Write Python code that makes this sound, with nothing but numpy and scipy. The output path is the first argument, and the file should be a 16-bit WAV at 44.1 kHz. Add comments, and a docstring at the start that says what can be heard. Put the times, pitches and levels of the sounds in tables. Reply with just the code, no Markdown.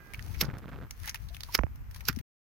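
"""Faint hiss, a thin whine and light wind rumble, then wet clicks and smears of bare feet in soft river mud.
Three sharp close squelches follow: grainy noise bursts of spray and bubbling. Steps further left are
shorter bursts with ringing cavities; trapped air rings as rising damped sines. The hand that holds the
microphone creaks (uneven slip pulses) and knocks on the case (damped rings); wind is filtered noise on
the two ports. All sound stops abruptly shortly before the end."""
import sys
import numpy as np
from scipy import signal
from scipy.fft import rfft, irfft
from scipy.io import wavfile

SR = 44100
rng = np.random.default_rng(int(sys.argv[2]) if len(sys.argv) > 2 else 0)


def master(y):
    """Save y as 16-bit WAV."""
    cut = np.clip(np.atleast_2d(y).T, -1, 1)
    pcm = np.round(cut * 32767)  # scale
    wavfile.write(sys.argv[1], SR, pcm.astype(np.int16))


N = 108045
T = np.arange(N) / SR
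STOP_S, TOP_HZ = 2.214, 16200

# pan_db is left minus right; likeness is the share of power common to both ports
# far outdoor air: hz, gain_db
AIR_COLOUR = [(60, 16), (300, 4), (600, -1), (1050, 3), (1600, 1.5), (2500, -2.5), (3700, -15), (5500, -13),
              (7500, -17.5), (11000, -18.5), (14300, -3.5), (16000, -24)]
AIR_DB = -59
# wind on the ports: time_s, left_db, right_db
WIND_LEVELS = [(0, -56, -71), (.14, -57, -44.5), (.22, -38, -48), (.48, -34, -53), (.6, -47, -48.5),
               (.8, -42.5, -51), (.95, -53, -45), (1.03, -35.5, -55), (1.11, -50, -49.5),
               (1.22, -37.5, -51.5), (1.55, -46.5, -48.5), (1.75, -40.5, -40), (2.02, -41.5, -50),
               (2.2, -32, -49.5)]
# wind spectrum: hz, gain_db
WIND_COLOUR = [(15, -17.5), (30, -10.5), (48, 1.5), (95, -4), (150, -15), (260, -27), (500, -50),
               (2000, -67.5), (16000, -98.5)]

# whine partials: harmonic_number, level_db
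WHINE_HARMONICS = [(3, -13), (4, -2), (5, -10), (6, -16)]
WHINE_HZ, WHINE_SAG_HZ_PER_S = 404, 420  # of the fundamental
WHINE_DB, WHINE_HOLD_S, WHINE_FADE_S, WHINE_PAN_DB = -54.5, 0.13, 0.055, -35.5

# knocks beside the right port: start_s, relative_level_db, ring_hz
KNOCKS = [(1.5887, -23.5, 740), (1.5909, -15.5, 1055), (1.6115, -37.5, 700), (1.6354, -20, 575),
          (1.667, -38, 800)]
# knock crack spectrum: hz, gain_db
KNOCK_COLOUR = [(60, 13.5), (200, 20.5), (500, 2.5), (1100, -9), (1700, 1), (2500, -2), (3600, -27.5),
                (6000, -20), (9000, -72.5), (16000, -35.5)]
KNOCK_CYCLES, KNOCK_CRACK_DB, KNOCK_PAN_DB = 0.66, -4.5, -36.5
# low bumps on the case: start_s, level_db, pitch_hz, swell_s, pan_db
BUMPS = [(.304, -27, 95, 0.0043, 25), (.37, -25, 70, 0.0056, 30), (.4838, -23.5, 137, 0.0036, 33),
         (.532, -30.5, 88, 0.0037, 16), (1.5945, -20.5, 52, 0.0089, -17.5), (1.5955, -22, 130, .002, -22),
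         (1.6398, -18.5, 80, .0035, -24), (1.636, -30, 356, 0.0019, -22), (2.0945, -23.5, 130, .0026, 10.5),
         (2.171, -28.5, 224, 0.0032, 21), (2.097, -34, 285, 0.0029, -3), (.181, -34.5, 106, 0.0061, 6)]

# sharp jerks of the grip: time_s, level_db
JERKS = [(.427, -5), (.4318, -8.5), (0.4453, -7.5), (.4918, -18), (.5405, -15.5), (.57, -15.5),
         (.6575, -16.5), (.7315, -17.5), (.8267, -17), (0.8348, -18)]
# creak of the grip: time_s, level_db
CREAK_LEVELS = [(.41, -57), (.425, -38.5), (.46, -46), (.56, -47), (.6, -53), (.66, -48), (.82, -46),
                (.86, -49), (.88, -73)]
# creak spectrum: hz, gain_db
CREAK_COLOUR = [(40, -6.5), (150, 6.5), (400, -9), (800, -17), (1500, -14.5), (2100, -30), (3500, -29.5),
                (6000, -43), (9000, -51), (16000, -66)]
CREAK_PAN_DB, CREAK_LIKENESS = -6, 0.83
SLIP_MEDIAN_GAP_S, SLIP_GAP_LOG_SPREAD, SLIP_SCATTER_DB = 1 / 260, 0.7, 2
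SLIP_RING_MEDIAN_HZ, SLIP_RING_LOG_SPREAD, SLIP_RING_CYCLES = 854, 0.6, 2.7
SLIP_RING_DB, SLIP_GRIT_DB = -12, -10.5

# air bubbles in the mud: start_s, level_db, pitch_hz, decay_s
BUBBLES = [(0.259, -57, 686, 0.027), (.292, -55, 836, 0.025), (1.078, -42, 860, 0.0064),
           (1.147, -39.5, 906, 0.004), (1.305, -53.5, 650, 0.021), (1.487, -44.5, 1094, 0.0043),
           (1.493, -41.5, 933, 0.0096), (1.96, -46, 1003, 0.0045), (2.025, -48.5, 890, 0.0033)]
BUBBLE_RISE_PER_S, BUBBLE_PAN_DB = 3.6, -11

# soles smearing through mud: peak_s, rise_s, fall_s, level_db
SMEARS = [(.165, 0.1, 0.017, -86), (0.319, 0.16, 0.079, -52), (1.076, 0.047, 0.011, -43),
          (1.251, 0.082, 0.017, -58), (1.35, 0.025, 0.013, -54.5), (1.511, 0.081, 0.045, -53),
          (1.96, .03, 0.045, -55.5), (2.169, .04, 0.12, -61)]
# wet clicks: peak_s, level_db, cavity_hz, cavity_db (before halving), decay_s, pan_db
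CLICKS = [(0.136, -41, 2130, 2.5, 0.0039, 7), (.143, -56, 2330, 23, 0.0038, -2.5),
          (0.193, -49, 1770, 12, 0.0038, -10), (0.225, -48, 6040, 4, 0.0021, 18),
          (.344, -54, 2306, 12.5, 0.0087, -3), (0.434, -37, 1510, -4, 0.0026, -15),
          (0.4418, -47, 1500, -2, 0.0013, -5), (0.45, -50, 4800, 16.5, 0.0016, -1),
          (0.584, -46, 5040, -28, .002, 14), (0.691, -51, 1470, 8, 0.001, 3),
          (0.9084, -34, 6100, -0.5, 0.0021, 0.5), (1.041, -57.5, 1800, 14, 0.033, -13),
          (1.084, -44.5, 2240, 8.5, 0.0058, -1), (1.0755, -34.5, 2100, -3.5, 0.0057, 0.5),
          (1.094, -34.5, 5700, 10.5, .002, -1), (1.1445, -33, 1760, -3, 0.0053, 4),
          (1.156, -43, 2500, 5.5, 0.0038, -11), (1.346, -41.5, 3200, 6, 0.0022, 8),
          (1.367, -42, 2420, -1.5, .002, 2), (1.4054, -42, 3900, 6.5, .005, -1.5),
          (1.434, -35.5, 4320, 9.5, .0011, 0.5), (1.286, -52, 4010, 5.5, 0.0059, -7),
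          (1.5245, -45.5, 4900, 4.5, 0.0022, 1), (2.052, -48.5, 4650, 7.5, 0.013, -9),
          (1.577, -39, 5806, 6, .001, -11.5), (1.758, -50, 5870, -9, .002, 19),
          (1.911, -46.5, 1867, -24, 0.0031, -3.5), (1.945, -40, 2290, -20, .002, -0.5),
          (1.961, -44.5, 4320, -4, .005, 6), (2.007, -43.5, 2043, 1, .004, 2),
          (2.128, -42, 1500, 4.5, 0.0014, -8.5), (2.162, -44.5, 5780, 2.5, 0.0019, 5.5),
          (2.188, -43.5, 2196, -2.5, 0.0052, -2)]
# wet film spectrum: hz, gain_db
WET_COLOUR = [(200, -28.5), (600, -10), (1000, -5.5), (1800, -1.5), (3500, -5.5), (5000, -4.5), (6300, -4),
              (7300, -15), (10500, -5.5), (15800, -6.5)]
STEP_LIKENESS, STEP_LAG_S = 0.26, 0.00045
SMEAR_GRAIN_DB, CLICK_GRAIN_DB = 4.2, 3.8
CAVITY_Q, CLICK_RISE_S = 3.9, 0.00022
CLICK_TAIL_RISE_S, CLICK_TAIL_S, CLICK_TAIL_DB = 0.00018, 0.017, -20.5

# close squelches: peak_s, level_db, bubbly_db (relative), tail_db (relative), pan_db
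SQUELCHES = [(0.4131, -18.5, -3, -12.5, -4.5), (1.5502, -17, 1, -20, -4.5), (2.0861, -19, 1, -11.5, -7)]
# spray spectrum: hz, gain_db
SPRAY_COLOUR = [(1000, -13.5), (2300, -3), (3600, -7.5), (4400, -1), (5600, 1.5), (6200, -8), (7100, -10),
                (7900, -18.5), (9800, -19.5), (11000, -13), (12300, -2), (14000, -9.5), (15800, -14)]
# bubbling spectrum, also used for the grip's grit: hz, gain_db
BUBBLY_COLOUR = [(100, -23.5), (420, -5.5), (620, -20), (980, -11), (1400, -0.5), (2300, -7.5),
                 (3300, -20.5), (6000, -42), (16000, -58)]
SQUELCH_LIKENESS, SQUELCH_GRAIN_DB = 0.55, 2.5
SPRAY_RISE_S, SPRAY_FALL_S = 0.0023, 0.003
LEAD_S, LEAD_DB, TAIL_S = 0.012, -16.5, 0.01
BUBBLY_DB, BUBBLY_RISE_S, BUBBLY_FALL_S = -6, 0.0015, 0.0038
SPLUTTER_S, SPLUTTER_GRAIN_DB = 0.022, 4.5


def undb(db):
    """Decibels to gain."""
    return 10 ** (np.asarray(db) / 20)


def unit(x):
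    """Scale to an rms of 1."""
    return x / np.sqrt(np.mean(x ** 2) + 1e-18)


def curve(rows):
    """Gain over time from (time_s, level_db) rows."""
    return undb(np.interp(T, *np.array(rows).T))


def pan(db):
    """Left and right gains of constant power."""
    return unit(undb(np.array([[db], [-db]]) / 2))


def colour(x, points):
    """Causal minimum-phase filter of unit power gain through (hz, gain_db) points."""
    size = 2 ** 17
    hz, db = np.array(points).T
    bins_hz = np.arange(size // 2 + 1) * SR / size
    gain = unit(undb(np.interp(np.log(bins_hz + 1), np.log(hz), db)))
    # folding the cepstrum makes the phase minimal
    cepstrum = irfft(np.log(gain))
    cepstrum[1:size // 2] *= 2
    cepstrum[size // 2 + 1:] = 0
    response = np.exp(rfft(cepstrum))
    return irfft(rfft(x, size) * response, size)[..., :N]


def ports(three, likeness):
    """Mix one shared and two separate signals to left and right."""
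    share = np.clip(likeness, 0, 1)
    return np.sqrt(share) * three[0] + np.sqrt(1 - share) * three[1:]


def grains(scatter_db, likeness):
    """Dense tiny bursts of wet film, 8 samples each, a few much larger than the rest."""
    size = undb(scatter_db * np.minimum(rng.exponential(size=N // 8 + 1), 6))
    noise = ports(rng.standard_normal((3, N)), likeness)
    return unit(noise * np.repeat(size, 8)[:N])


def swell(at, rise, fall):
    """Exponential rise to a peak and fall from it."""
    return np.exp(-np.minimum(np.maximum((at - T) / rise, (T - at) / fall), 40))


def burst(x, envelope):
    """Grains under an envelope, with the energy of that envelope."""
    return unit(x * envelope) * np.sqrt(np.mean(envelope ** 2))


def ring(age, hz, decay, glide=0):
    """A damped oscillation whose pitch may rise."""
    age = np.maximum(age, 0)
    envelope = np.exp(-np.minimum(age / decay, 40))
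    return envelope * np.sin(2 * np.pi * hz * age * (1 + glide * age / 2))


def outdoors():
    """Wind buffets each port on its own, mostly the left, over a far hiss."""
    left = curve([(at, left_db) for at, left_db, _ in WIND_LEVELS])
    right = curve([(at, right_db) for at, _, right_db in WIND_LEVELS])
    wind = unit(colour(rng.standard_normal((2, N)), WIND_COLOUR)) * np.array([left, right])
    hiss = colour(rng.standard_normal((2, N)), AIR_COLOUR) * undb(AIR_DB)
    return wind + hiss


def whine():
    """A thin harmonic whine on the right holds, then sags and fades."""
    late = np.clip(T - WHINE_HOLD_S, 0, 1)
    phase = 2 * np.pi * np.cumsum(WHINE_HZ - WHINE_SAG_HZ_PER_S * late) / SR
    tone = sum(undb(db) * np.sin(round(k) * phase) for k, db in WHINE_HARMONICS)
    return tone * np.exp(-late / WHINE_FADE_S) * undb(WHINE_DB) * pan(WHINE_PAN_DB)


def case():
    """The hand on the case: dull, briefly ringing knocks and low bumps."""
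    taps, body = np.zeros(N), 0
    for at, db, hz in KNOCKS:
        taps[int(at * SR)] += undb(db + KNOCK_CRACK_DB) * 10
        body = body + 2 * undb(db) * ring(T - at, hz, KNOCK_CYCLES / hz)
    body = signal.sosfilt(signal.butter(4, 2800, fs=SR, output="sos"), body)
    out = (body - colour(taps, KNOCK_COLOUR)) * pan(KNOCK_PAN_DB)
    for at, db, hz, swell_s, pan_db in BUMPS:
        age = np.maximum(T - at, 0)
        onset = np.e * age / swell_s  # envelope peaks at 1 after swell_s
        out = out + undb(db) * onset * ring(age, hz, swell_s) * pan(pan_db)
    return out


def grip():
    """A finger sticks and slips on the case in uneven pulses; each rings at its own pitch and crunches grit."""
    chance = rng.standard_normal((600, 6)).T
    gaps_s = SLIP_MEDIAN_GAP_S * np.exp(SLIP_GAP_LOG_SPREAD * np.minimum(chance[0], 2))
    starts = (np.cumsum(gaps_s) * SR).astype(int)
    sizes = undb(SLIP_SCATTER_DB * np.clip(chance[1:5], -2, 2))
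    pitches_hz = SLIP_RING_MEDIAN_HZ * np.exp(SLIP_RING_LOG_SPREAD * np.clip(chance[5], -2, 1.5))
    pulses = np.array([np.bincount(starts, size, N)[:N] for size in sizes[:3]])
    pushes = ports(pulses, CREAK_LIKENESS)

    rings, grit = np.zeros(N), np.zeros(N)
    for start, size, hz in zip(starts[starts < N], sizes[3], pitches_hz):
        age = T[:min(1000, N - start)]
        span = slice(start, start + len(age))
        rings[span] += size * ring(age, hz, SLIP_RING_CYCLES / hz)
        grit[span] += size ** 3 * np.exp(-age / 0.0008)  # large slips crunch far more
    crunch = unit(colour(grit * rng.standard_normal(N), BUBBLY_COLOUR))

    creak = unit(colour(pushes - pushes.mean(), CREAK_COLOUR))
    creak = creak + undb(SLIP_RING_DB) * unit(rings) + undb(SLIP_GRIT_DB) * crunch
    jerks = sum(undb(db) * signal.unit_impulse(N, int(at * SR)) for at, db in JERKS)
    return -(creak * curve(CREAK_LEVELS) + colour(jerks, CREAK_COLOUR)) * pan(CREAK_PAN_DB)


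def bubbles():
    """Trapped air rings briefly and rises in pitch as it surfaces."""
    out = 0
    for at, db, hz, decay in BUBBLES:
        out = out + undb(db) * ring(T - at, hz, decay, BUBBLE_RISE_PER_S)
    return out * pan(BUBBLE_PAN_DB)


def steps():
    """Soles smear the mud, and pockets snap open and ring their cavities; the left port hears it first."""
    film = colour(grains(SMEAR_GRAIN_DB, STEP_LIKENESS), WET_COLOUR)
    smears = film * sum(undb(db) * swell(at, rise, fall) for at, rise, fall, db in SMEARS)
    crackle, snaps = grains(CLICK_GRAIN_DB, STEP_LIKENESS), 0
    for at, db, hz, cavity_db, decay, pan_db in CLICKS:
        tail = undb(CLICK_TAIL_DB) * swell(at, CLICK_TAIL_RISE_S, CLICK_TAIL_S)
        snap = burst(crackle, swell(at, CLICK_RISE_S, decay) + tail)
        resonator = signal.iirpeak(hz, CAVITY_Q, fs=SR)
        cavity = unit(signal.lfilter(*resonator, snap)) * np.std(snap)
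        snaps = snaps + (snap + undb(cavity_db) * cavity / 2) * undb(db) * pan(pan_db)
    left, right = smears + colour(snaps, WET_COLOUR)
    return np.array([left, np.interp(T - STEP_LAG_S, T, right)])


def squelches():
    """Mud squirts out under a sole: spray builds to a sharp peak, then bubbling splutters on briefly."""
    fine, coarse = (grains(SQUELCH_GRAIN_DB, SQUELCH_LIKENESS) for _ in range(2))
    splutter = grains(SPLUTTER_GRAIN_DB, SQUELCH_LIKENESS)
    spray = bubbling = 0
    for at, db, bubbly_db, tail_db, pan_db in SQUELCHES:
        skirt = swell(at, LEAD_S, TAIL_S) * undb(np.where(T < at, LEAD_DB, tail_db))
        squirt = burst(fine, swell(at, SPRAY_RISE_S, SPRAY_FALL_S) + skirt)
        spray = spray + squirt * undb(db) * pan(pan_db)
        trail = (T > at) * np.exp(-np.minimum(((T - at) / SPLUTTER_S) ** 2, 40))
        body = burst(coarse, swell(at, BUBBLY_RISE_S, BUBBLY_FALL_S))
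        body = body + undb(tail_db) * burst(splutter, trail)
        bubbling = bubbling + body * undb(db + bubbly_db + BUBBLY_DB) * pan(pan_db)
    return colour(spray, SPRAY_COLOUR) + colour(bubbling, BUBBLY_COLOUR)


def scene():
    """Weather, hand and mud together."""
    return outdoors() + whine() + case() + grip() + bubbles() + steps() + squelches()


def record(dry):
    """The sound is switched off abruptly; the top is cut."""
    gate = np.clip((STOP_S - T) / 0.0016, 0, 1)
    low_pass = signal.ellip(10, 0.2, 80, TOP_HZ, fs=SR, output="sos")
    return signal.sosfilt(low_pass, dry * gate)


dry = scene()
out = record(dry)
master(out)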